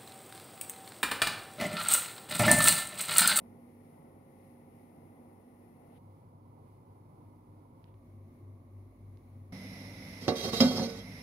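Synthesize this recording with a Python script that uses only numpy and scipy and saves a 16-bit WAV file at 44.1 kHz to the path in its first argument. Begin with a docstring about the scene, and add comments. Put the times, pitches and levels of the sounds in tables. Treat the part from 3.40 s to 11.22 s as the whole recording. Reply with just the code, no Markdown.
"""Kitchen fridge, gas flame and dragged pot

A phone hears a quiet kitchen from four spots in turn: two close fridge tones beat over shaped noise,
which makes the room rumble and the faint hiss. Small ticks, a click and rustles are short pulses and noise.
At the last spot the phone rests on the stove, where the hiss is a gas flame and a metal pot is dragged
over the grate: noise bursts for knocks and friction drive decaying modes of stove and pot, and a broad rasp.
"""
import sys
import numpy as np
from scipy import signal
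from scipy.fft import rfft, irfft, next_fast_len
from scipy.io import wavfile
from scipy.ndimage import uniform_filter1d

SR = 44100
rng = np.random.default_rng(int(sys.argv[2]) if len(sys.argv) > 2 else 0)


def linear_from_db(decibels):
    """Turn decibels (scalar or array-like) into linear amplitude factors; 0 gives 1."""
    return 10 ** (np.asarray(decibels, float) / 20)


def persist_wave(psi):
    """Save psi, clipped to +-1, as 16-bit WAV."""
    counts = np.round(np.clip(psi, -1, 1) * 32767).astype(np.int16)
    wavfile.write(sys.argv[1], SR, np.atleast_2d(counts).T)


N = 344862
TIME = np.arange(N) / SR
LEFT_RIGHT = np.array([[1], [-1]])  # half of a level difference is added on the left, taken off on the right
STOVE_SPOT = 3

# The two microphone ports at each spot. Each row: corner in Hz below which they are alike, likeness 0-1 left
# in the treble, left minus right in dB, its tilt in dB per octave, share 0-1 of the surface's own lean.
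SPOT_PORTS = [(650, 0.04, 2, 1.75, 0), (804, 0.1, 0.5, 1.5, 1), (565, 0, 1.5, 1.5, 0.87),
              (880, 0.17, -0.5, 0, 1)]
# Lean of the pot's sound between the ports. Each row: frequency in Hz, left minus right in dB.
POT_LEAN = [(60, 1), (200, 0), (420, -6), (800, -0.5), (1200, -5), (1700, -3), (2500, -5.5), (4700, -11.5),
            (6500, 1.5), (8700, 17.5), (11500, 13), (14000, 2)]
POT_LAG_MS = 0.092  # the pot reaches the left port later by this


def read(table, hz):
    """Linear interpolation of a (Hz, value) table over log frequency."""
    table = np.array(table, float)
    return np.interp(np.log(np.maximum(hz, 1)), np.log(table[:, 0]), table[:, 1])


def unit(x):
    """Normalization to an rms of 1."""
    return x / np.sqrt(np.mean(x ** 2))


def walk(rate, n):
    """Slow random modulation: levels held 1 / rate s and smoothed twice, with a spread near 1."""
    hold = int(SR / rate)
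    levels = np.repeat(rng.standard_normal(n // hold + 1), hold)
    return 1.08 * uniform_filter1d(uniform_filter1d(levels, hold), hold)[:n]


def band(x, lo_hz, hi_hz):
    """Band-pass filtering with steep Butterworth skirts."""
    return signal.sosfilt(signal.butter(3, [lo_hz, hi_hz], "band", fs=SR, output="sos"), x)


def alike(corner_hz, treble):
    """Spatial coherence: full in the bass, falling at a corner to what is left in the treble."""
    slope = 6.4  # how sharply likeness falls
    octaves = np.arange(0, 10, .5)
    return [(hz, treble + (1 - treble) / (1 + (hz / corner_hz) ** slope)) for hz in 30 * 2 ** octaves]


def lean_at(spot):
    """Level difference between ports: the surface's lean, shifted and tilted by how the phone is held."""
    # Over the counter. Each row: frequency in Hz, left minus right in dB.
    counter_lean = [(60, 1.5), (110, 7), (200, 2.5), (380, -1.5), (700, -2), (1290, -7), (2380, -2),
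                    (4400, -8), (8120, -3.5), (15000, 3)]
    # On the stove. Each row: frequency in Hz, left minus right in dB.
    stove_lean = [(60, 1), (110, 1.5), (200, -1.0), (380, -0.5), (700, -2.5), (1290, -3), (2380, -3),
                  (4400, -16), (8120, 6), (15000, -1.5)]
    shift_db, tilt_db, share = SPOT_PORTS[spot][2:]
    surface = stove_lean if spot == STOVE_SPOT else counter_lean
    return [(hz, share * db + shift_db + tilt_db * np.log2(hz / 1000)) for hz, db in surface]


def ports(a, b, colour, likeness, lean, lag_ms):
    """Partial coherence: the right port mixes the left port's sound with an unrelated one, by frequency."""
    n = next_fast_len(len(a))
    hz = np.arange(n // 2 + 1) * SR / n
    like = np.clip(read(likeness, hz), 0, 1)
    first, second = rfft(a, n), rfft(b, n)
    left = first * np.exp(-2j * np.pi * hz * lag_ms / 1000)
    right = like * first + np.sqrt(1 - like ** 2) * second
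    tilt = linear_from_db(read(lean, hz) / 2)
    spectra = linear_from_db(read(colour, hz)) * np.array([left * tilt, right / tilt])
    return irfft(spectra, n)[:, :len(a)]


def air(n, colour, spot, flicker_db):
    """Random noise through a spectral envelope, its level wavering a little."""
    # Each entry: lag of the left port in milliseconds, one per spot.
    lag_ms = [-0.398, 0.426, 0.228, 0.163]
    a, b = rng.standard_normal((2, n))
    noise = ports(a, b, colour, alike(*SPOT_PORTS[spot][:2]), lean_at(spot), lag_ms[spot])
    return unit(noise) * linear_from_db(flicker_db * walk(9.0, n))


def hums(t, spot, mains_db, rotor_db):
    """Beating of two close tones: the fridge's rotor slips behind the mains; weaker tones join in."""
    mains_hum_hz, rotor_hum_hz = 100., 96.7
    half_hum_hz, half_hum_db = 50.4, -13  # level relative to the mains hum
    # Weaker fridge tones over the counter. 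Each entry: frequency in Hz.
    fridge_hz = [146.6, 193.3, 239.6, 300., 345.8, 533.]
    # Each entry: level in dB of one such tone, before the drop at the spot.
    fridge_db = [-72.5, -74, -63.5, -74, -75.5, -73.5]
    # Each entry: drop in dB of all these tones, one per spot over the counter.
    fridge_drop_db = [1, 7.5, 6.5]
    # Weak low tones at the stove, likely its own resonances under the flame. Each entry: frequency in Hz.
    stove_tone_hz = [86., 146.6, 172., 193.3, 257.9, 300., 533.]
    # Each entry: level in dB of one such stove tone.
    stove_tone_db = [-68, -61, -60, -54.5, -68, -72, -75.5]
    if spot == STOVE_SPOT:
        weak = zip(stove_tone_hz, stove_tone_db)
    else:
        weak = zip(fridge_hz, np.subtract(fridge_db, fridge_drop_db[spot]))
    # Hz, dB, wavering of the level in dB, drift of the phase in radians
    tones = [(mains_hum_hz, mains_db, .6, 0), (rotor_hum_hz, rotor_db, 1.5, 0)]
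    tones += [(hz, db, 4.5, 1.6) for hz, db in [*weak, (half_hum_hz, mains_db + half_hum_db)]]
    hum = 0
    for hz, db, waver_db, drift_rad in tones:
        lean = linear_from_db(read(lean_at(spot), hz) / 2 * LEFT_RIGHT)
        phase = 2 * np.pi * hz * t + drift_rad * walk(7.39, len(t))
        level = np.sqrt(2) * linear_from_db(db + waver_db * walk(3.15, len(t)))
        hum = hum + level * lean * np.cos(phase)
    return hum


def room():
    """Superposition of rumble, hiss and hums, with its own balance at each spot."""
    # Each entry: time in seconds at which the phone jumps to a spot.
    moves = [0, 2.585, 4.5425, 6.1215]
    # Each entry: a moment in seconds when the two hums swell together, one per spot.
    swell_s = [.130, 2.983, 5.09, 6.3]
    # Each row, one per spot: rumble, hiss, mains hum and rotor hum, all in dB.
    spots = [(-57.5, -74, -73, -69), (-58, -79.5, -61, -68.5), (-58, -77.5, -58.5, -55),
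             (-49.5, -52, -53, -81)]
    # Room and fan rumble in the microphone's colour, a list per spot.
    # Each row: frequency in Hz, relative density in dB.
    rumble = [
        [(13, -60), (22, -43), (37, -22), (69, -17.5), (86, -14.5), (108, -7), (122, -11), (141, -6.5),
         (211, -9), (239, -3.5), (340, -10), (538, -12), (578, -17.5), (794, -12.5), (1500, -33), (1950, -65),
         (3300, -120)],
        [(13, -56), (22, -35), (38, -24), (65, -22.5), (102, -7.5), (159, -9), (207, -19), (239, -12.5),
         (311, -14.5), (346, -16.5), (392, -19), (558, -21.5), (654, -23.5), (964, -19.5), (1500, -42),
         (1950, -73), (3300, -120)],
        [(13, -35), (22, -28.5), (65, -26), (81, -15.5), (102, -13), (151, -14), (168, -26.5), (243, -12.5),
         (311, -22.5), (346, -18.5), (493, -30.5), (538, -26), (837, -32.5), (1130, -31.5), (1500, -56),
         (1950, -70), (3300, -120)],
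        [(13, -41), (22, -26), (37, -20), (65, -10), (90, -8), (108, 1), (124, -14), (174, -3.5), (215, -11.5),
         (243, -3.5), (280, -4.5), (328, -17.5), (538, -14), (1110, -24), (1500, -29.5), (1950, -52),
         (3300, -120)],
    ]
    # Hiss in the microphone's colour, faint air or at the stove the flame, a list per spot.
    # Each row: frequency in Hz, relative density in dB.
    hiss = [
        [(880, -56), (1500, -48), (1690, -5.5), (2050, 4), (2360, -4.5), (2570, -6.5), (3040, -13),
         (4510, -16.5), (5330, -16), (7970, -22.5), (8540, -28), (9060, -9), (9800, -5.5), (12600, -11),
         (15700, -20)],
        [(880, -18), (1500, -25), (1580, -17), (1670, -1), (1900, -6.5), (1990, 3), (2140, 3), (2650, -8),
         (4050, -9.5), (4460, -10), (8370, -16.5), (9150, -7), (9800, -5), (13800, -11.5), (15700, -15)],
        [(880, -20), (1500, -9), (1700, -11.5), (2160, -1), (2520, -12), (3130, -17), (4050, -15), (4600, -18),
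         (6550, -19), (8450, -28), (9240, -12), (9800, -12.5), (11600, -17), (14000, -17.5), (15700, -22)],
        [(880, -37), (1500, -11), (1860, -6.5), (2030, 7.5), (2310, -2), (2500, -5.5), (3130, -14.5),
         (3890, -11), (4600, -18), (5280, -3.5), (7220, -25), (8710, -27.5), (9510, -14), (10900, -14),
         (15700, -29)],
    ]
    fade = 100  # samples: one spot gives way to the next in about two milliseconds
    out = np.zeros((2, N + fade))
    edges = [int(s * SR) for s in moves] + [N]
    for k, (rumble_db, hiss_db, mains_db, rotor_db) in enumerate(spots):
        start, stop = edges[k], edges[k + 1] + fade
        t = np.arange(start, stop) / SR - swell_s[k]
        here = hums(t, k, mains_db, rotor_db)
        here = here + linear_from_db(rumble_db) * air(len(t), rumble[k], k, flicker_db=.9)
        here = here + linear_from_db(hiss_db) * air(len(t), hiss[k], k, flicker_db=1.1)
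        step = np.arange(len(t))
        out[:, start:stop] += here * np.clip(np.minimum(step, step[::-1]) / fade, 0, 1)
    return out[:, :N]


def ticks():
    """Gaussian wave packets: dry ticks, and at 4.54 s a small click where one spot is cut to the next."""
    # Each row: start in seconds, level in dB, centre frequency in Hz, left minus right in dB.
    tick_list = [(4.4414, -55.5, 3000, -19), (4.5415, -58, 2200, 0), (5.772, -61, 3830, -16)]
    out = np.zeros((2, N))
    t = np.arange(200) / SR
    for s, db, hz, pan_db in tick_list:
        pulse = linear_from_db(db) * np.exp(-((t - .001) / 0.00014) ** 2) * np.sin(2 * np.pi * hz * t)
        out[:, int(s * SR):int(s * SR) + len(t)] += pulse * linear_from_db(pan_db / 2 * LEFT_RIGHT)
    return out


def rustles():
    """Amplitude-modulated band noise: soft rustles with exponential swell and fade."""
    # Each row: loudest moment in seconds, level there in dB, swell in dB/s, fade in dB/s.
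    rustle_list = [(2.58, -73, 170, 3000), (4.484, -79, 178, 300)]
    out = np.zeros((2, N))
    noise = unit(band(rng.standard_normal((2, N)), 1300, 3700))
    for s, db, swell, fade in rustle_list:
        out += noise * linear_from_db(db - np.maximum(swell * (s - TIME), fade * (TIME - s)))
    return out


def ring(ends, pitches, modes, spread_rad, shift_db):
    """Modal resonance: pushes at both ends of the grate excite decaying modes, favoured now one, now another."""
    ring_ports = (700, 0.44)  # alike below Hz, likeness 0-1 in the treble
    n = ends.shape[1]
    out = 0
    scramble = rng.choice([-1, 1], n)
    for hz, (t60, db_a, db_b) in zip(pitches, modes):
        pole = np.exp(2j * np.pi * hz / SR - np.log(1000) / (t60 * SR))
        push = (linear_from_db(db_a) * ends[0] + linear_from_db(db_b) * ends[1]) * linear_from_db(shift_db * walk(14.17, n))
        gain = np.sqrt(1 - abs(pole) ** 2)
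        near, far = signal.lfilter([gain], [1, -pole], [push, push * scramble])
        # higher modes reach the two ports out of step, and partly from another side of the metal
        like = np.clip(read(alike(*ring_ports), hz), 0, 1)
        lag = 2 * np.pi * hz * POT_LAG_MS / 1000 + spread_rad * rng.standard_normal()
        lean = linear_from_db(read(POT_LEAN, hz) / 2)
        left = lean * (near * np.exp(-1j * lag)).imag
        right = (like * near + np.sqrt(1 - like ** 2) * far).imag / lean
        out = out + np.array([left, right])
    return out


def grit(n, rough_db):
    """Stick-slip friction: noise in uneven spurts with lone hard grains."""
    spurts_db = rough_db * walk(69.9, n) + 2.0 * rng.exponential(size=n)
    return unit(rng.standard_normal(n) * linear_from_db(spurts_db))


def friction(t):
    """Sliding friction: each shove swells, sags and dies away; gives the low and the bright push at both ends."""
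    # Each row: start in seconds, length in seconds, grinding in dB, bright scraping relative to it in dB,
    # place along the grate 0-1.
    shoves = [(6.815, 0.078, -42, -12, 0.5), (6.885, 0.053, -29.5, -24, 0.3), (6.96, .08, -31.5, -10, 0.06),
              (7.038, 0.052, -27, -15.5, 0.4), (7.132, 0.087, -31, -6, 0.04), (7.205, 0.079, -22.5, -15, 1),
              (7.308, 0.14, -28, -14, 0.77), (7.466, 0.12, -40.5, -12, 0.4)]
    rise_db_s, sag_db_s, stop_db_s = 1300, 35, 326  # swell, sag while it lasts, extra fall after it
    grinding = scraping = 0
    for start, length, db, bright_db, along in shoves:
        after = t - start
        fall_db = np.maximum(-rise_db_s * after, sag_db_s * after)
        fall_db = fall_db + stop_db_s * np.maximum(after - length, 0)
        power = linear_from_db(db - fall_db) ** 2 * np.clip([[1 - along], [along]], 0, 1)
        grinding = grinding + power
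        scraping = scraping + linear_from_db(bright_db) ** 2 * power
    low = np.sqrt(grinding) * grit(len(t), 2.2)
    scrape = np.sqrt(scraping) * grit(len(t), 1.06)
    return low, scrape


def knocks(t):
    """Impact excitation: one hard blow, then a decaying rattle; gives the push on stove and on pot."""
    # Each row: time in seconds, level in dB, ring of the pot relative to it in dB, rattle decay in seconds,
    # place along the grate 0-1.
    knock_list = [(6.88, -9.5, -13, 0.013, .01), (6.918, -18, -32, 0.0056, .1),
                  (6.956, -32, -20, 0.0081, 0.7), (7.044, -25, -22, 0.02, 0.14),
                  (7.131, -15, -23, 0.0058, 0), (7.204, -7.5, -7, 0.01, 0.99),
                  (7.22, -14, -17.5, 0.03, 0.95), (7.381, -18.5, -38, 0.0097, 0.8),
                  (7.395, -14.5, -27, 0.011, 1), (7.416, -22, -45, 0.016, 1)]
    first_blow = 5.  # first contact as a multiple of the rattle
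    on_stove, on_pot = np.zeros((2, 2, len(t)))
    for when, db, pot_db, rattle_s, along in knock_list:
        after = t - when
        push = linear_from_db(db) * (after >= 0) * np.exp(-np.abs(after) / rattle_s) * rng.standard_normal(len(t))
        push[int((when - t[0]) * SR)] -= first_blow * linear_from_db(db)
        ends = np.sqrt(np.clip([[1 - along], [along]], 0, 1))
        on_stove += push * ends
        on_pot += linear_from_db(pot_db) * push * ends
    return on_stove, on_pot


def pot():
    """Source and resonator: friction and knocks drive the modes of stove top and pot, and a broad rasp."""
    # Stove top and grate. Each entry: mode frequency in Hz.
    stove_hz = [97, 131, 170, 231, 254, 277, 367, 405, 459, 534, 586, 670, 727, 851, 1120]
    # Each row: 60 dB decay in seconds, relative level in dB at one end of the grate, at the other in dB.
    stove_modes = [(.2, -26, -28), (.06, -21, -34), (.18, -25, -19), (.24, -23, -9), (.26, -23, -12),
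                   (.2, -20, -19), (.15, -20, -24), (.1, -20, -27), (.16, -10, -20), (.18, -17, -14),
                   (.12, -22, -22), (.12, -24, -25), (.18, -18, -22), (.1, -28, -32), (.06, -18, -31)]
    # Pot wall and lid. Each entry: mode frequency in Hz.
    pot_hz = [1295, 1487, 1650, 2083, 2360, 2790, 3075, 3269, 3775, 3820, 3880, 3957, 4160, 4337, 4445,
              4610, 4850, 4960, 5115, 5155, 5256, 5400, 5650, 5900, 6010, 6290, 6660]
    # Each row: 60 dB decay in seconds, relative level in dB at one end of the grate, at the other in dB.
    pot_modes = [(0.14, -26, -9.5), (0.37, -27, -10), (0.3, -21, -24), (0.15, -13, -19), (0.22, -31, -22),
                 (0.18, -16.5, -19.5), (0.16, -34, -27), (0.12, -12, -3.5), (0.25, -17, -17),
                 (0.097, -12.5, -36), (0.039, -4, -34), (0.16, -20, -13), (.08, -17, -25),
                 (0.088, -11.5, -7.5), (0.039, -13.5, -31), (0.08, -19, -31), (0.08, -15, -17),
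                 (0.08, -19, -19), (0.046, -14.5, 0), (0.16, -25, -9), (0.22, -16, -21), (0.075, -32, -29),
                 (0.073, -35, -29), (0.068, -27, -26), (0.052, -11.5, -3.5), (0.09, -30, -21),
                 (0.12, -34, -30)]
    # Metal on metal between the ringing lines. Each row: frequency in Hz, relative gain in dB.
    rasp_colour = [(470, -36.5), (800, 6), (1400, -22), (1510, -25), (1780, 0), (2090, 3.5), (2960, -6),
                   (3270, -21), (3480, -29), (3700, -2), (4990, 7), (6170, 0), (6990, -20.5),
                   (10300, -21.5), (15700, -19)]
    pot_ports = (490, 0.13)  # alike below Hz, likeness 0-1 in the treble
    t = TIME[int(6.7 * SR):]
    grinding, scrape = friction(t)
    on_stove, on_pot = knocks(t)
    low = grinding + on_stove
    bright = scrape + band(on_pot, 650, 4420)  # a knock is a softer contact than grit, with less treble
    both_ends = bright.sum(0)
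    twin = both_ends * rng.choice([-1, 1], len(t))
    rasp = ports(both_ends, twin, rasp_colour, alike(*pot_ports), POT_LEAN, POT_LAG_MS)
    # crowded treble modes of the thin wall
    crowd = rng.random((70, 2))
    crowd_hz = 7000 + 8000 * crowd[:, 0]
    crowd_db = read(rasp_colour, crowd_hz) - 6 * crowd[:, 1]
    crowd_modes = [(.04, db, db) for db in crowd_db]
    stove = band(ring(low, stove_hz, stove_modes, spread_rad=0.2, shift_db=2.2), 105.0, 2300)
    stove = stove + linear_from_db(-4.5) * band(low.sum(0), 282, 540)  # the push itself, without ringing modes
    wall = ring(bright, pot_hz, pot_modes, spread_rad=.4, shift_db=2.5)
    wall = wall + linear_from_db(-7) * ring(bright, crowd_hz, crowd_modes, spread_rad=2.44, shift_db=3.5)
    out = np.zeros((2, N))
    out[:, -len(t):] = stove + band(wall, 610, 14700) + linear_from_db(-5) * rasp
    return out


def scene():
    """Superposition of the room, its small sounds and the pot."""
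    return room() + ticks() + rustles() + pot()


def top_cut(x):
    """Nothing passes above the cut-off."""
    return signal.sosfilt(signal.butter(12, 16470, fs=SR, output="sos"), x)


def record(dry):
    """Band limitation: the phone cuts the top with a steep elliptic low-pass."""
    top_hz = 15720
    mix = signal.sosfilt(signal.ellip(10, .1, 80, top_hz, fs=SR, output="sos"), dry)
    return top_cut(mix)


dry = scene()
out = record(dry)
persist_wave(out)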